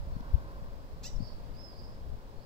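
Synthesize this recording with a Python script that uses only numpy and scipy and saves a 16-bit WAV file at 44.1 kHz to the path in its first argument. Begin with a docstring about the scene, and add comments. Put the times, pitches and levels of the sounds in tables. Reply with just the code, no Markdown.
"""A short, harsh, rising chirp from a bird close by, and thin trilled screams from swifts further off,
at dusk by the gable of a house. The chirp is two voices at once, a rasping harmonic buzz and a whistle
modulated by it; the screams are modulated tones that reverberate between the walls. Light wind buffets
the microphone, mostly its left port. Behind lie a distant traffic wash, the tyres of one far car,
a faint hum, two tiny ticks and microphone hiss."""
import sys
import numpy as np
from scipy import signal
from scipy.fft import rfft, irfft
from scipy.io import wavfile

SR = 44100
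rng = np.random.default_rng(int(sys.argv[2]) if len(sys.argv) > 2 else 0)


def master(y):
    """Save y as 16-bit WAV."""
    cut = np.clip(np.atleast_2d(y).T, -1, 1)
    pcm = np.round(cut * 32767)  # scale
    wavfile.write(sys.argv[1], SR, pcm.astype(np.int16))


N = 108045
T = np.arange(N) / SR
BIN_HZ = np.fft.rfftfreq(N, 1 / SR)

# resonances of the near bird's throat and beak: frequency_hz, gain_db
VOCAL_TRACT = [(900, -30), (1800, -8.5), (2750, -1.5), (3500, -4), (4100, -2), (4800, -2), (5600, -2),
               (6400, -3), (7300, -3), (8000, -7), (8700, -22), (11000, -21), (13800, -17), (15500, -28)]


def from_db(db):
    """Amplitude ratio of a level in decibels."""
    return 10 ** (np.asarray(db) / 20)


def rms_one(x):
    """Normalisation to unit mean power."""
    return x / np.sqrt(np.mean(x ** 2) + 1e-20)


def in_time(rows):
    """Linear interpolation of a curve's columns at every sample."""
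    s, *columns = np.transpose(rows)
    return [np.interp(T, s, c) for c in columns]


def envelope(rows):
    """Amplitude envelope from rows of time_s, level_db."""
    return from_db(in_time(rows)[0])


def gate(rows, fade_s=0.004):
    """Trapezoidal window, open over the span of a curve."""
    return np.clip(np.minimum(T - rows[0][0], rows[-1][0] - T) / fade_s + 1, 0, 1)


def at_hz(points, hz):
    """Interpolation of a spectrum on a log-frequency axis."""
    f, value = np.transpose(points)
    return np.interp(np.log(np.maximum(hz, 1)), np.log(f), value)


def filtered(x, spectrum):
    """Zero-phase filtering by rows of frequency_hz, gain_db."""
    return irfft(rfft(x) * from_db(at_hz(spectrum, BIN_HZ)), N)


def coloured(x, spectrum):
    """Spectral shaping at unit mean power."""
    return rms_one(filtered(x, spectrum))


def drift(corner_hz):
    """Low-pass noise: a smooth random wander of unit rms."""
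    return rms_one(irfft(rfft(rng.standard_normal(N)) / (1 + (BIN_HZ / corner_hz) ** 2), N))


def phase_of(hz):
    """Phase as the time integral of frequency."""
    return 2 * np.pi * np.cumsum(hz) / SR


def pan(left_minus_right_db):
    """Interaural level difference at constant total power."""
    gains = from_db(np.array([[.5], [-.5]]) * left_minus_right_db)
    return gains / np.sqrt(np.mean(gains ** 2, axis=0))


def delayed(x, delay_s):
    """Propagation delay, interpolated between samples."""
    return np.interp(T - delay_s, T, x)


def scatter(x, t60_s, delay_s):
    """Diffuse reflection: convolution with exponentially decaying noise, different at each ear."""
    t = T[:SR]
    tail = rng.standard_normal((2, SR)) * from_db(-60 * t / t60_s) * np.clip(t / delay_s - 1, 0, 1)
    tail /= np.sqrt(np.sum(tail ** 2, axis=1, keepdims=True))
    return signal.fftconvolve(x[None], tail, axes=1)[:, :N]


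def walls(x, t60_s):
    """Reverberation between the houses, dull in the treble and stronger on the right."""
    dull = signal.sosfilt(signal.butter(2, 10400, fs=SR, output="sos"), x + 1e-18)
    return pan(-4) * scatter(dull, t60_s, delay_s=0.011)


def gable(x, right_lag_s):
    """Direct sound plus early reflections off the wall and eaves."""
    gain = from_db(-1.5)
    direct = np.array([x, delayed(x, right_lag_s)])
    return (direct + gain * scatter(x, t60_s=.035, delay_s=0.00036)) / np.hypot(1, gain)


def hiss():
    """Self-noise of the microphone, uncorrelated between channels."""
    # noise floor: frequency_hz, gain_db
    spectrum = [(2000, -11), (8000, 7.5), (10000, -17), (14500, 5), (16000, -1)]
    return from_db(-79) * coloured(rng.standard_normal((2, N)), spectrum)


def hum(pitch_hz=557):
    """A faint pure tone with slow random modulation of frequency and amplitude."""
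    # fading of the hum: time_s, level_db
    level = [(0, -63.5), (.6, -64.5), (1.0, -69.5), (2.45, -72.5)]
    tone = np.sqrt(2) * np.sin(phase_of(pitch_hz + drift(4)))
    return envelope(level) * tone * from_db(drift(0.95))


def traffic():
    """Distant traffic as a partly coherent noise field, most alike at the two ears at low frequencies."""
    # traffic and air: frequency_hz, gain_db
    spectrum = [(40, -8), (150, 1), (250, -1), (350, -5.5), (550, -2), (800, -8.5), (1050, -6.5),
                (1300, -14.5), (2100, -21), (3000, -24), (4000, -23.5), (5100, -22), (6000, -31),
                (9000, -36.5), (15500, -32)]
    # gentle swells: time_s, level_db
    level = [(0, -53), (.3, -52), (.62, -53), (.85, -54), (1.5, -52.5), (2.45, -54.5)]
    # likeness of the two ears: frequency_hz, coherence
    likeness = [(60, .4), (250, 1), (500, 0.87), (1100, 0.9), (1600, 0.096), (2600, 0.23), (5000, 0.067)]
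    # interaural level difference: frequency_hz, left_minus_right_db
    balance = [(200, 0), (1000, 0), (2500, 0.5), (5000, -3.5), (7500, -2), (10000, 1)]
    # interaural time difference: frequency_hz, left_lag_s
    lag = [(250, .00012), (600, 0.00019), (1000, .00029)]
    mid, side = rfft(rng.standard_normal((2, N)))
    coherence = np.clip(at_hz(likeness, BIN_HZ), -.98, .98)
    ears = np.sqrt(1 + coherence) * mid + np.sqrt(1 - coherence) * side * [[1], [-1]]
    ears[0] *= np.exp(-2j * np.pi * BIN_HZ * at_hz(lag, BIN_HZ))
    wash = irfft(ears * pan(at_hz(balance, BIN_HZ)), N)
    return envelope(level) * coloured(wash, spectrum)


def tyres():
    """Rolling noise of a far car on the right; the longer path delays it at the left ear."""
    # swell and fade of the car: time_s, level_db
    level = [(0, -73), (.22, -57.5), (.6, -60.5), (.9, -77), (2.45, -79)]
    # tyre noise: frequency_hz, gain_db
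    spectrum = [(400, -17), (750, -14), (900, -2), (1040, 4), (1160, -4.5), (1350, -10), (1540, -0.5),
                (1720, -20), (2100, -29), (4000, -45)]
    rush = envelope(level) * coloured(rng.standard_normal(N), spectrum)
    return np.array([delayed(rush, delay_s=0.00026), rush])


def ticks(t60_s=.016):
    """Tiny dry clicks: band-limited noise with a sudden onset and exponential decay."""
    # clicks near the microphone: start_s, level_db, centre_hz, width_octaves
    clicks = [(.207, -54.5, 3480, 0.58), (.334, -58, 13700, 0.21)]
    octave = np.log2(np.maximum(BIN_HZ, 1))
    out = 0
    for start_s, db, centre_hz, width in clicks:
        band = np.exp(-.5 * ((octave - np.log2(centre_hz)) / width) ** 2)
        noise = rms_one(irfft(rfft(rng.standard_normal((2, N))) * band, N))
        decay = (T >= start_s) * from_db(db - 60 * np.abs(T - start_s) / t60_s)
        out = out + decay * noise
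    return out


def wind():
    """Turbulent pressure, independent at each port; an eddy is a push with suction before and after."""
    # gusts at each microphone port: time_s, level_db
    left_gusts = [(0, -41.5), (.17, -33), (.25, -47), (.35, -36.5), (.5, -44), (.63, -39.5), (.72, -42.5),
                  (.9, -45), (.95, -40), (1.07, -42.5), (1.17, -34), (1.21, -31.5), (1.28, -43),
                  (1.53, -38.5), (1.68, -48), (1.79, -40), (2.0, -43), (2.12, -34), (2.22, -49),
                  (2.38, -39), (2.45, -48.5)]
    right_gusts = [(0, -37), (.08, -37), (.2, -43.5), (.3, -32.5), (.45, -43.5), (.65, -40.5), (.85, -46),
                   (1.12, -40.5), (1.35, -42), (1.6, -50), (2.0, -45), (2.45, -52.5)]
    # turbulence spectrum: frequency_hz, gain_db
    rumble = [(15, 2.5), (45, 1), (85, -6.5), (130, -10.5), (200, -22.5), (350, -42), (900, -74)]
    # single eddies at the left port: centre_s, half_width_s, peak_db
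    eddies = [(.167, 0.0017, -22.5), (0.209, 0.0013, -32), (.346, 0.0039, -9), (0.358, 0.0016, -29.5),
              (0.624, 0.0018, -32), (.937, 0.0036, -33), (1.168, 0.011, -27), (1.206, 0.0014, -22),
              (1.227, 0.0019, -26), (2.124, .006, -29)]
    left = envelope(left_gusts) * coloured(rng.standard_normal(N), rumble)
    right = envelope(right_gusts) * coloured(rng.standard_normal(N), rumble)
    for centre_s, half_width_s, peak_db in eddies:
        offset = (T - centre_s) / half_width_s
        left += from_db(peak_db) * (1 - offset ** 2) * np.exp(-offset ** 2 / 2)
    return np.array([left, right])


def swifts(jitter_per_db=.0014):
    """Arched whistles trilled by frequency and amplitude modulation; jitter makes weak ends hoarse."""
    # one contour for each voice; some screams sound two voices at once: time_s, pitch_hz, level_db
    contours = [
        [(.11, 4190, -84), (.145, 4380, -74), (.2, 4420, -83)],
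        [(1.148, 5200, -77), (1.161, 5450, -63), (1.172, 4930, -65)],
        [(1.175, 4250, -72), (1.215, 4580, -63), (1.245, 4600, -65), (1.265, 4570, -61), (1.302, 4500, -61),
         (1.32, 4480, -69), (1.355, 4450, -72)],
        [(1.2, 4750, -69), (1.232, 5100, -62.5), (1.275, 5280, -62), (1.315, 5200, -64), (1.35, 4900, -69)],
        [(1.54, 4700, -68), (1.56, 4830, -62), (1.58, 4980, -60), (1.592, 5110, -54.5), (1.62, 5180, -52),
         (1.655, 5115, -52.5), (1.688, 5030, -55), (1.712, 4900, -63), (1.8, 4930, -62)],
        [(1.73, 4250, -73), (1.762, 4480, -66), (1.785, 4850, -60), (1.83, 4950, -60.5), (1.88, 4950, -67),
         (1.95, 5020, -70)],
        [(2.365, 4360, -77), (2.405, 4540, -70.5), (2.432, 4850, -67), (2.46, 4800, -72)],
    ]
    # trill and placement of each: rate_hz, swing_hz, depth_ratio, left_minus_right_db, echo_db
    trills = [(147, 100, 0.5, -12, -12), (150, 69, 0, -15, -2), (144, 74, 0.4, -12, -2.5),
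              (164, 110, 0, -18, -9), (175, 8, 0.44, -22, -9.5), (171, 130, 0.42, -6, -5.5),
              (171, 240, 0.1, -7, -5)]
    # hoarseness of each: base_jitter_ratio, added_jitter_at_end_ratio, flutter_db
    roughness = [(.01, 0, 1), (.011, 0, 1), (.012, .035, 3.5), (.01, .035, 3), (0, .003, 1), (.028, 0, 2),
                 (.035, 0, 2)]
    direct, to_walls = 0, 0
    for contour, voice, (base_jitter, end_jitter, flutter_db) in zip(contours, trills, roughness):
        rate_hz, swing_hz, depth, pan_db, echo_db = voice
        hz, db = in_time(contour)
        progress = np.interp(T, [contour[0][0], contour[-1][0]], [0, 1])
        jitter = base_jitter + end_jitter * progress ** 2 + jitter_per_db * (db.max() - db)
        trill = np.sin(phase_of(rate_hz * (1 + 0.0504 * drift(37.5))))
        phase = phase_of(hz * (1 + jitter * drift(401)) + swing_hz * trill)
        flutter = from_db(flutter_db * drift(70))
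        tone = rms_one(flutter * (1 + depth * trill) * np.sin(phase))
        call = from_db(db) * gate(contour) * tone
        direct = direct + pan(pan_db) * gable(call, right_lag_s=0)
        to_walls = to_walls + from_db(echo_db) * call
    return direct + walls(to_walls, t60_s=0.47)


def whistle(buzz_hz, buzz_phase, jitter=.009, flutter_db=2):
    """The chirp's upper voice: modulation by the buzz sets sidebands around a gliding carrier."""
    # arch of the carrier: time_s, pitch_hz
    glide = [(1.031, 4240), (1.037, 4530), (1.045, 4950), (1.051, 5280), (1.057, 5480), (1.064, 5680),
             (1.07, 5900), (1.078, 6030), (1.087, 5720)]
    # swell of the whistle: time_s, level_db
    swell = [(1.03, -64), (1.036, -54.5), (1.045, -50.5), (1.051, -50), (1.057, -44), (1.064, -47.5),
             (1.07, -48.5), (1.078, -51), (1.085, -54), (1.088, -66)]
    # partials from two buzz rates below the carrier to three above: gain_db
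    sidebands = [-15, -2.5, 0, -8.5, -4, -12]
    hz, = in_time(glide)
    carrier_phase = phase_of(hz * (1 + jitter * drift(240)))
    cluster = 0
    for k, db in enumerate(sidebands, -2):
        gain = from_db(db + at_hz(VOCAL_TRACT, hz + k * buzz_hz) + flutter_db * drift(90))
        cluster = cluster + gain * np.sin(carrier_phase + k * buzz_phase + rng.uniform(0, 2 * np.pi))
    level = envelope(swell) * gate(swell)
    return level * cluster / np.sqrt(np.average(cluster ** 2, weights=level ** 2))


def chirp(jitter=.009, flutter_db=1.5):
    """Source and filter: a rising buzz shaped by throat and beak, with pulsed breath and a whistle."""
    # fundamental of the buzz, heard through its overtones: time_s, pitch_hz
    glide = [(1.029, 785), (1.037, 812), (1.044, 838), (1.05, 882), (1.057, 907), (1.063, 928),
             (1.068, 980), (1.076, 1006), (1.084, 995), (1.092, 940)]
    # swell of the buzz: time_s, level_db
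    swell = [(1.03, -66), (1.036, -55), (1.043, -52), (1.057, -52.5), (1.066, -51), (1.077, -51),
             (1.085, -54.5), (1.092, -68)]
    # breathy rasp, strongest in the first half: time_s, level_db
    rasp_level = [(1.028, -78), (1.032, -53), (1.041, -53.5), (1.055, -52.5), (1.064, -52), (1.075, -61),
                  (1.086, -70), (1.1, -83)]
    # colour of the rasp: frequency_hz, gain_db
    rasp_spectrum = [(1500, -4.5), (3000, -6), (5000, -2), (7500, 6), (8800, -24), (10000, -19),
                     (11500, -15), (14000, -0.5), (15500, -14)]
    # acoustic shadow at the right port: frequency_hz, gain_db
    shadow = [(7500, -0.5), (12000, -9)]
    hz, = in_time(glide)
    level = envelope(swell) * gate(swell)
    phase = phase_of(hz * (1 + jitter * drift(249)))
    buzz = 0
    for k in range(2, 18):
        gain = from_db(at_hz(VOCAL_TRACT, k * hz) + flutter_db * drift(90))
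        buzz = buzz + gain * np.cos(k * phase)
    buzz /= np.sqrt(np.average(buzz ** 2, weights=level ** 2))
    puffs = rng.standard_normal(N) * (1 + np.cos(phase))  # one in each cycle of the buzz
    rasp = envelope(rasp_level) * gate(swell) * coloured(puffs, rasp_spectrum)
    call = level * buzz + rasp + whistle(hz, phase)
    left, right = gable(call, right_lag_s=1 / SR)
    return np.array([left, filtered(right, shadow)]) + from_db(-9) * walls(call, t60_s=.36)


def scene():
    """Superposition of birds, wind and background at the two ears."""
    return chirp() + swifts() + wind() + ticks() + tyres() + traffic() + hum() + hiss()


def record(dry, cutoff_hz=15750):
    """Band limiting: an elliptic low-pass cuts the top steeply."""
    return signal.sosfilt(signal.ellip(12, .1, 80, cutoff_hz, fs=SR, output="sos"), dry)


dry = scene()
out = record(dry)
master(out)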